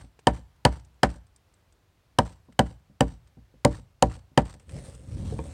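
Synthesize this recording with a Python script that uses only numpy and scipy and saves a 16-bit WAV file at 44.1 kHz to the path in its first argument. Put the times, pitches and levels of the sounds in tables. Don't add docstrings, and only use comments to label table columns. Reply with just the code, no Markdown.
import sys
import numpy as np
from scipy import signal
from scipy.fft import rfft, irfft, next_fast_len
from scipy.io import wavfile
from scipy.ndimage import uniform_filter1d, map_coordinates

SR = 44100
rng = np.random.default_rng(int(sys.argv[2]) if len(sys.argv) > 2 else 0)


def pcm_store(signal):
    levels = np.round(np.clip(np.atleast_2d(signal), -1, 1) * 32767)
    wavfile.write(sys.argv[1], SR, levels.astype(np.int16).T)


N = 243873

# [t/s, strength level/dB, relative levels of branch ring/dB,
# notch snap/dB and crack/dB, nominal notch f/Hz, time stuck in the cut/s, pull level/dB]
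BLOWS = [(-.11, -8.5, 16, 0, 0, 3060, 0.077, -41), (0.2698, -8.5, 2.5, 1, -3.5, 3050, 0.063, -45),
         (0.6504, -8.5, 3.5, 5, 2, 4410, 0.067, -43.5), (1.0315, -9.5, 7, 0.5, -1.5, 4900, 0.059, -44.5),
         (2.1862, -10, 2.5, 0, -1, 5300, .067, -43.5), (2.5917, -10, 1, 2.5, 1.5, 3090, .062, -47.5),
         (3.0067, -10, -1.5, -2, 0, 3040, 0.06, -48), (3.6485, -8.5, -5, -4.5, 2, 2050, 0.057, -42.5),
         (4.024, -9, -4, -8, 3, 4246, 0.071, -43.5), (4.3755, -8.5, 1.5, -1.5, -3.5, 3070, 0.076, -43.5)]
# [nominal f/Hz, relative level/dB, free t60/s]
BENCH_MODES = [(53.45, -24, 0.36), (62.8, -21.5, 0.37), (91, -31, 0.56), (116.4, -24.5, 0.33),
               (120, -32.5, 0.12), (160.3, -13.5, 0.077), (171, -27, 0.29), (206.2, -19.5, 0.16),
               (233, -16, 0.11), (269.5, -22.5, 0.165), (309.6, -26, 0.2), (461.3, -23, 0.154),
               (519, -10.5, 0.049), (588.1, -17, 0.11), (663, -23.5, 0.101), (765, -13, 0.077),
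               (799, -25, 0.104), (860, -12.5, 0.036), (935, -43, 0.2), (996.3, -11.5, 0.039),
               (1122, -35, 0.12)]
# [nominal f/Hz, relative level/dB, free t60/s]
FLEX_MODES = [(116.4, -10, 0.079), (316.1, -4, 0.014), (937, -12, 0.06)]
# [f/Hz, relative level/dB]
GRAIN_SPECTRUM = [(200, -10.5), (350, 1.5), (600, -0.5), (1000, 0.5), (1800, -2), (2600, -14),
                  (5000, -23.5), (9000, -24.5), (12000, -51)]


def amp(db):
    return np.exp(np.asarray(db) * (np.log(10) / 20))


def unit(x, size=None):
    return x / np.sqrt(np.mean(x[:size] ** 2) + 1e-20)


def along(points, hz):
    point_hz, value = np.transpose(points)
    return np.interp(np.log(hz + 1), np.log(point_hz), value)


def add(track, s, sound):
    start = round(s * SR)
    sound, start = sound[max(-start, 0):], max(start, 0)
    track[start:start + len(sound)] += sound[:len(track) - start]


def wobble(rate):
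    knots = rng.standard_normal(int(N * rate / SR) + 4)
    return map_coordinates(knots, [np.arange(N) * rate / SR])


def colour(x, spectrum):
    size = 2 * next_fast_len(len(x) // 2 + 2048)
    gain = amp(along(spectrum, np.fft.rfftfreq(size, 1 / SR)))
    cepstrum = irfft(np.log(gain), size)
    cepstrum[1:size // 2] *= 2
    cepstrum[size // 2 + 1:] = 0
    response = np.exp(rfft(cepstrum))
    return irfft(rfft(x, size) * response, size)[:len(x)]


def noise(spectrum):
    return unit(colour(rng.standard_normal(N), spectrum))


def patchy(x, depth_db):
    spectrogram = signal.stft(x, nperseg=512)[2]
    field = rng.standard_normal(spectrogram.shape)
    field = uniform_filter1d(field, size=6, axis=0)
    field = uniform_filter1d(field, size=14, axis=1)
    return unit(signal.istft(spectrogram * amp(depth_db * unit(field)), nperseg=512)[1][:N])


def soften(x, hz):
    return signal.sosfilt(signal.butter(2, min(hz, SR / 3), fs=SR, output="sos"), x)


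def ring(modes, t, scatter_db, detune):
    hz, db, t60 = np.transpose(modes)[:, :, None]
    size, shift = rng.standard_normal((2, len(modes), 1))
    sign = (-1) ** np.arange(len(modes))[:, None]
    decay = amp(db + scatter_db * size - 60 * t / t60)
    return sign * decay * np.sin(2 * np.pi * hz * (1 + detune * shift) * t)


def splinter(t, cut_s, tail_db, tail_t60):
    bite = np.exp(-(2 * t / max(cut_s, 1e-4) - 1) ** 4)
    tail = amp(tail_db - 60 * t / tail_t60)
    return rng.standard_normal(len(t)) * (bite + tail)


def plank_thump(t, ring_db):
    # [nominal f/Hz, relative level/dB, free t60/s]
    frame_modes = [(362, -28, 0.15), (411, -27.5, 0.11)]
    # [f/Hz, relative level/dB]
    drive_spectrum = [(60, -2), (150, -1.5), (250, -.5), (400, -1.5), (600, 0.5), (950, 0)]
    # [f/Hz, dB per dB of ring]
    thump_per_ring = [(100, -.1), (220, -.2), (400, -.45), (560, -.25), (800, .2)]

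    mode_hz = np.vstack([BENCH_MODES, FLEX_MODES, frame_modes])[:, :1]
    drive = amp(along(drive_spectrum, mode_hz) + ring_db * along(thump_per_ring, mode_hz))
    modes = np.vstack([ring(BENCH_MODES, t, scatter_db=2.0, detune=0.0071),
                       ring(FLEX_MODES, t, scatter_db=2.5, detune=0.031),
                       ring(frame_modes, t, scatter_db=1.5, detune=0.024)])
    modes = modes * amp(-55 * t * mode_hz / mode_hz.max())
    return amp(8.5) * soften((drive * modes).sum(0), hz=2090)


def branch_ring(t, ring_db):
    # [nominal f/Hz, relative level/dB, t60/s]
    branch_modes = [(1317.6, -7, 0.024), (1577, -1.5, 0.026), (1782, -.5, 0.034), (2060, -6, .018)]

    branch = unit(ring(branch_modes, t, scatter_db=4.0, detune=0.012).sum(0), size=1024)
    rattle = rng.standard_normal(len(t)) * amp(-60 * t / 0.075)
    rattle = unit(colour(rattle, GRAIN_SPECTRUM), size=1024)
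    return amp(ring_db - 21.5) * branch + amp(ring_db - 19.5) * rattle


def notch_snap(t, snap_db, notch_hz):
    # [nominal f/Hz, relative level/dB, t60/s]
    notch_modes = [(2580, -8.5, 0.0078), (3055, 2, 0.013), (3990, -11, 0.015), (4690, -8, 0.022),
                   (5240, -10.5, 0.016)]

    modes = list(notch_modes) + [(notch_hz, -3, .016)]
    snap = ring(modes, t, scatter_db=1.5, detune=0.0098).sum(0)
    return amp(snap_db - 19.5) * unit(snap, size=1024)


def chops():
    # [f/Hz, relative level/dB]
    crack_spectrum = [(1000, -5), (2500, -1.5), (5500, -4.5), (6600, -1.5), (7700, 0), (9200, -1),
                      (10200, -10.5), (11500, -21.5), (16000, -22)]

    out, t = np.zeros(N), np.arange(SR // 2) / SR
    for s, db, ring_db, snap_db, crack_db, notch_hz, *_ in BLOWS:
        cut_s = .0021 * np.exp(-.07 * crack_db)
        fibres = splinter(t, cut_s, tail_db=-12.5, tail_t60=0.035)
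        crack = amp(crack_db - 21) * unit(colour(fibres, crack_spectrum), size=1024)
        bark = colour(splinter(t, cut_s, tail_db=-20.5, tail_t60=.01), GRAIN_SPECTRUM)
        wood = plank_thump(t, ring_db) + branch_ring(t, ring_db) + notch_snap(t, snap_db, notch_hz)
        add(out, s - .002, amp(db - 23) * bark)
        add(out, s + .0003, amp(db) * crack)
        add(out, s + .0009, amp(db) * wood)
    return out


def drag(length):
    # [nominal f/Hz, relative level/dB, t60/s]
    steel_modes = [(2720, -7, .15), (3870, -8, .22), (4450, -6, .28), (4720, -7, .2), (5850, -5, .28),
                   (7450, -4, .28), (7870, -7, .22), (8330, 0, .22), (9250, -7, .2)]
    # [f/Hz, relative level/dB]
    rasp_spectrum = [(200, 6.5), (900, 7.5), (1800, 1.5), (2500, 0), (4700, -0.5), (6800, -4), (8700, 1.5),
                     (9600, -10.5), (11000, -18), (16000, -26)]

    t = np.arange(SR // 5) / SR
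    stroke = (1 - np.exp(-t / .0015)) * np.exp(-(t / max(length, 1e-3)) ** 2)
    slips = amp(5.8 * unit(uniform_filter1d(rng.standard_normal(len(t)), size=200)))
    rasp = unit(colour(rng.standard_normal(len(t)) * stroke * slips, rasp_spectrum), size=2048)
    head = ring(steel_modes, t, scatter_db=3.5, detune=.0008).sum(0)
    steel = unit(head * (1 - np.exp(-t / 0.002)), size=2048)
    return amp(-12.8) * rasp + amp(-22) * steel


def creak():
    t = np.arange(SR // 5) / SR
    jerks = amp(7.3 * unit(uniform_filter1d(rng.standard_normal(len(t)), size=150)))
    stroke = (1 - np.exp(-t / 0.0013)) * np.exp(-(t / .045) ** 2)
    return unit(colour(rng.standard_normal(len(t)) * jerks * stroke, GRAIN_SPECTRUM), size=2048)


def blade():
    wedge_after_s, wedge_s, wedge_db = .014, .055, -37.5
    lever_s, slide_after_s, slide_s = 0.037, .04, 0.044
    creak_db = -10.5
    out = np.zeros(N)
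    for blow, (s, db, *_, stuck_s, pull_db) in enumerate(BLOWS):
        add(out, s + wedge_after_s, amp(db + wedge_db) * drag(wedge_s))
        levering = drag(lever_s) + amp(creak_db) * creak()
        add(out, s + stuck_s, amp(pull_db) * levering)
        slide_db = pull_db - 8.5 + blow
        add(out, s + stuck_s + slide_after_s, amp(slide_db) * drag(slide_s))
    return out


def ticks(rows):
    # [f/Hz, relative level/dB]
    tick_spectrum = [(1000, -25.5), (5000, -8), (7000, -3.5), (8700, 3), (10000, -18), (12000, -23),
                     (16000, -30)]

    out, t = np.zeros(N), np.arange(SR // 16) / SR
    for s, db, body_db in rows:
        tick, body = rng.standard_normal((2, len(t))) * amp(-60 * t / 0.034)
        tick = unit(colour(tick, tick_spectrum), size=256)
        body = unit(soften(body, hz=3674), size=256)
        add(out, s + 0.0011, amp(db - 16.0) * (tick + amp(body_db) * body))
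    return out


def chips():
    # [t/s, nominal tick level/dB, body level next to the tick/dB]
    large_chips = [(0.847, -47.5, -24.5), (1.267, -54, -4), (1.3598, -41.5, -20), (1.5379, -48.5, -20),
                   (1.723, -50.5, -6.5), (2.5232, -52.5, 7.5)]

    crumbs = []
    for s, *_ in BLOWS:
        flight_s = rng.uniform(.19, .3)
        crumbs.append((s + flight_s, -60 + 5.5 * rng.standard_normal(), 2))
    return ticks(list(large_chips) + crumbs)


def bumps():
    # [t/s, peak level/dB, contact softness f/Hz]
    hand_shifts = [(2.486, -44, 340), (2.898, -48.5, 254), (3.371, -40.5, 230), (3.539, -47, 297),
                   (4.316, -51, 300)]

    out, t = np.zeros(N), np.arange(SR // 4) / SR
    settling = [(s + stuck_s + .066 + .014 * rng.standard_normal(), -44, 380)
                for s, *_, stuck_s, _ in BLOWS]
    for s, db, soft_hz in list(hand_shifts) + settling:
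        modes = np.vstack([ring(BENCH_MODES, t, scatter_db=3.5, detune=0.019),
                           ring(FLEX_MODES, t, scatter_db=1.5, detune=0.033)])
        bump = soften(modes.sum(0), soft_hz)
        add(out, s, amp(db) * bump / np.abs(bump).max())
    return out


def taps():
    # [t/s, peak level/dB, contact softness f/Hz, added finger damping t60/s]
    knocks = [(0.19, -43, 2500, 0.021), (5.322, -26, 420, 0.43), (5.389, -21, 2400, .4)]
    # [nominal f/Hz, relative level/dB, t60 without the finger/s]
    case_modes = [(142, 5.5, .08), (318, -3.5, 0.11), (446, -1, 0.16), (526, -3, 0.1), (725, -6.5, 0.085),
                  (926, -3, 0.087), (1085, -8, 0.07), (1660, -10.5, 0.062), (2430, -18, .05)]

    out, t = np.zeros(N), np.arange(SR // 4) / SR
    for s, db, soft_hz, t60 in knocks:
        contact = rng.standard_normal(len(t)) * amp(-2.5 - 60 * t / 0.077)
        case = ring(case_modes, t, scatter_db=4.5, detune=0.0093).sum(0)
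        tap = soften((case + contact) * amp(-60 * t / t60), soft_hz)
        add(out, s, amp(db) * tap / np.abs(tap).max())
    return out


def handling():
    # [t/s, relative rumble level/dB, relative sliding hiss level/dB]
    hand_levels = [(4.6, -56, -68.5), (4.658, -59.5, -85), (4.7, -45, -62), (4.754, -35, -60.5),
                   (4.864, -45, -57), (5.014, -50.5, -68.5), (5.15, -31.5, -64.5), (5.314, -29.5, -59),
                   (5.36, -32, -63), (5.53, -42, -61.5)]
    # [f/Hz, relative level/dB]
    rumble_spectrum = [(25, -33.5), (45, -7), (65, 1), (110, -1.5), (170, -9.5), (280, -16.5), (400, -26.5),
                       (900, -63), (3000, -88.5)]
    # [f/Hz, relative level/dB]
    rub_spectrum = [(250, -12), (400, 8.5), (540, 17.5), (680, 5), (1000, 2.5), (1500, 0), (3000, -3.5),
                    (6000, -7.5), (7500, -15), (11000, -34.5)]
    # [f/Hz, relative level/dB]
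    hiss_spectrum = [(5000, -20.5), (7300, -7), (8400, 0), (9200, -4), (10200, -13.5), (11500, -23.5),
                     (16000, -32)]
    # [t/s, nominal tick level/dB, body level next to the tick/dB]
    grip_clicks = [(0.191, -47.5, 4), (4.6922, -41.5, 5), (4.9482, -39, -15)]

    t = np.arange(N) / SR
    s, *levels = np.transpose(hand_levels)
    rumble_db, hiss_db = [np.interp(t, s, db, left=-120) for db in levels]
    pressure_share = .22
    rub_db = 2.5 + pressure_share * rumble_db + (1 - pressure_share) * hiss_db
    rumble = unit(amp(1.5 * wobble(45)) * noise(rumble_spectrum))
    grip = unit(amp(1.2 * wobble(50) + 3 * wobble(700)))
    skin = patchy(noise(rub_spectrum), depth_db=2.5)
    hiss = patchy(noise(hiss_spectrum), depth_db=1.5)
    sliding = grip * (amp(rub_db) * skin + amp(hiss_db + 0.55) * hiss)
    return amp(rumble_db + 0.2) * rumble + sliding + ticks(grip_clicks)


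def yard(x):
    # [f/Hz, t60/s]
    yard_decay = [(60, 0.4458), (130, 0.85), (300, 0.2255), (1000, 0.445), (3000, 0.38), (9000, 0.0028)]
    # [f/Hz, relative level/dB]
    yard_spectrum = [(60, 4.5), (130, -1.5), (300, -3.5), (1000, -4), (3000, -7), (9000, 8)]

    hz, t, z = signal.stft(rng.standard_normal(SR), SR, nperseg=512)
    decay = amp(-60 * t / along(yard_decay, hz)[:, None])
    tail = signal.istft(z * decay, SR, nperseg=512)[1]
    tail = colour(tail / np.linalg.norm(tail), yard_spectrum)
    return signal.fftconvolve(x, tail)[:N]


def air():
    # [f/Hz, relative level/dB]
    air_spectrum = [(25, -8), (50, 3.5), (90, 1.5), (200, -13.5), (450, -15.5), (900, -18.5), (2000, -23.5),
                    (4500, -28), (9000, -35), (16000, -38.5)]

    return amp(-64.5 + 0.59 * wobble(4.7)) * noise(air_spectrum)


def scene():
    wood = chops() + bumps()
    echo = amp(-28) * yard(wood)
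    return (wood + echo + blade() + chips() + taps() + handling() + air())[None]


def record(dry):
    lean = signal.sosfilt(signal.butter(3, 38, "high", fs=SR, output="sos"), dry)
    ceiling = .74
    rounded = lean / (1 + np.abs(lean / ceiling) ** 6) ** (1 / 6)
    return signal.sosfilt(signal.butter(16, 16100, fs=SR, output="sos"), rounded)


dry = scene()
out = record(dry)
pcm_store(out)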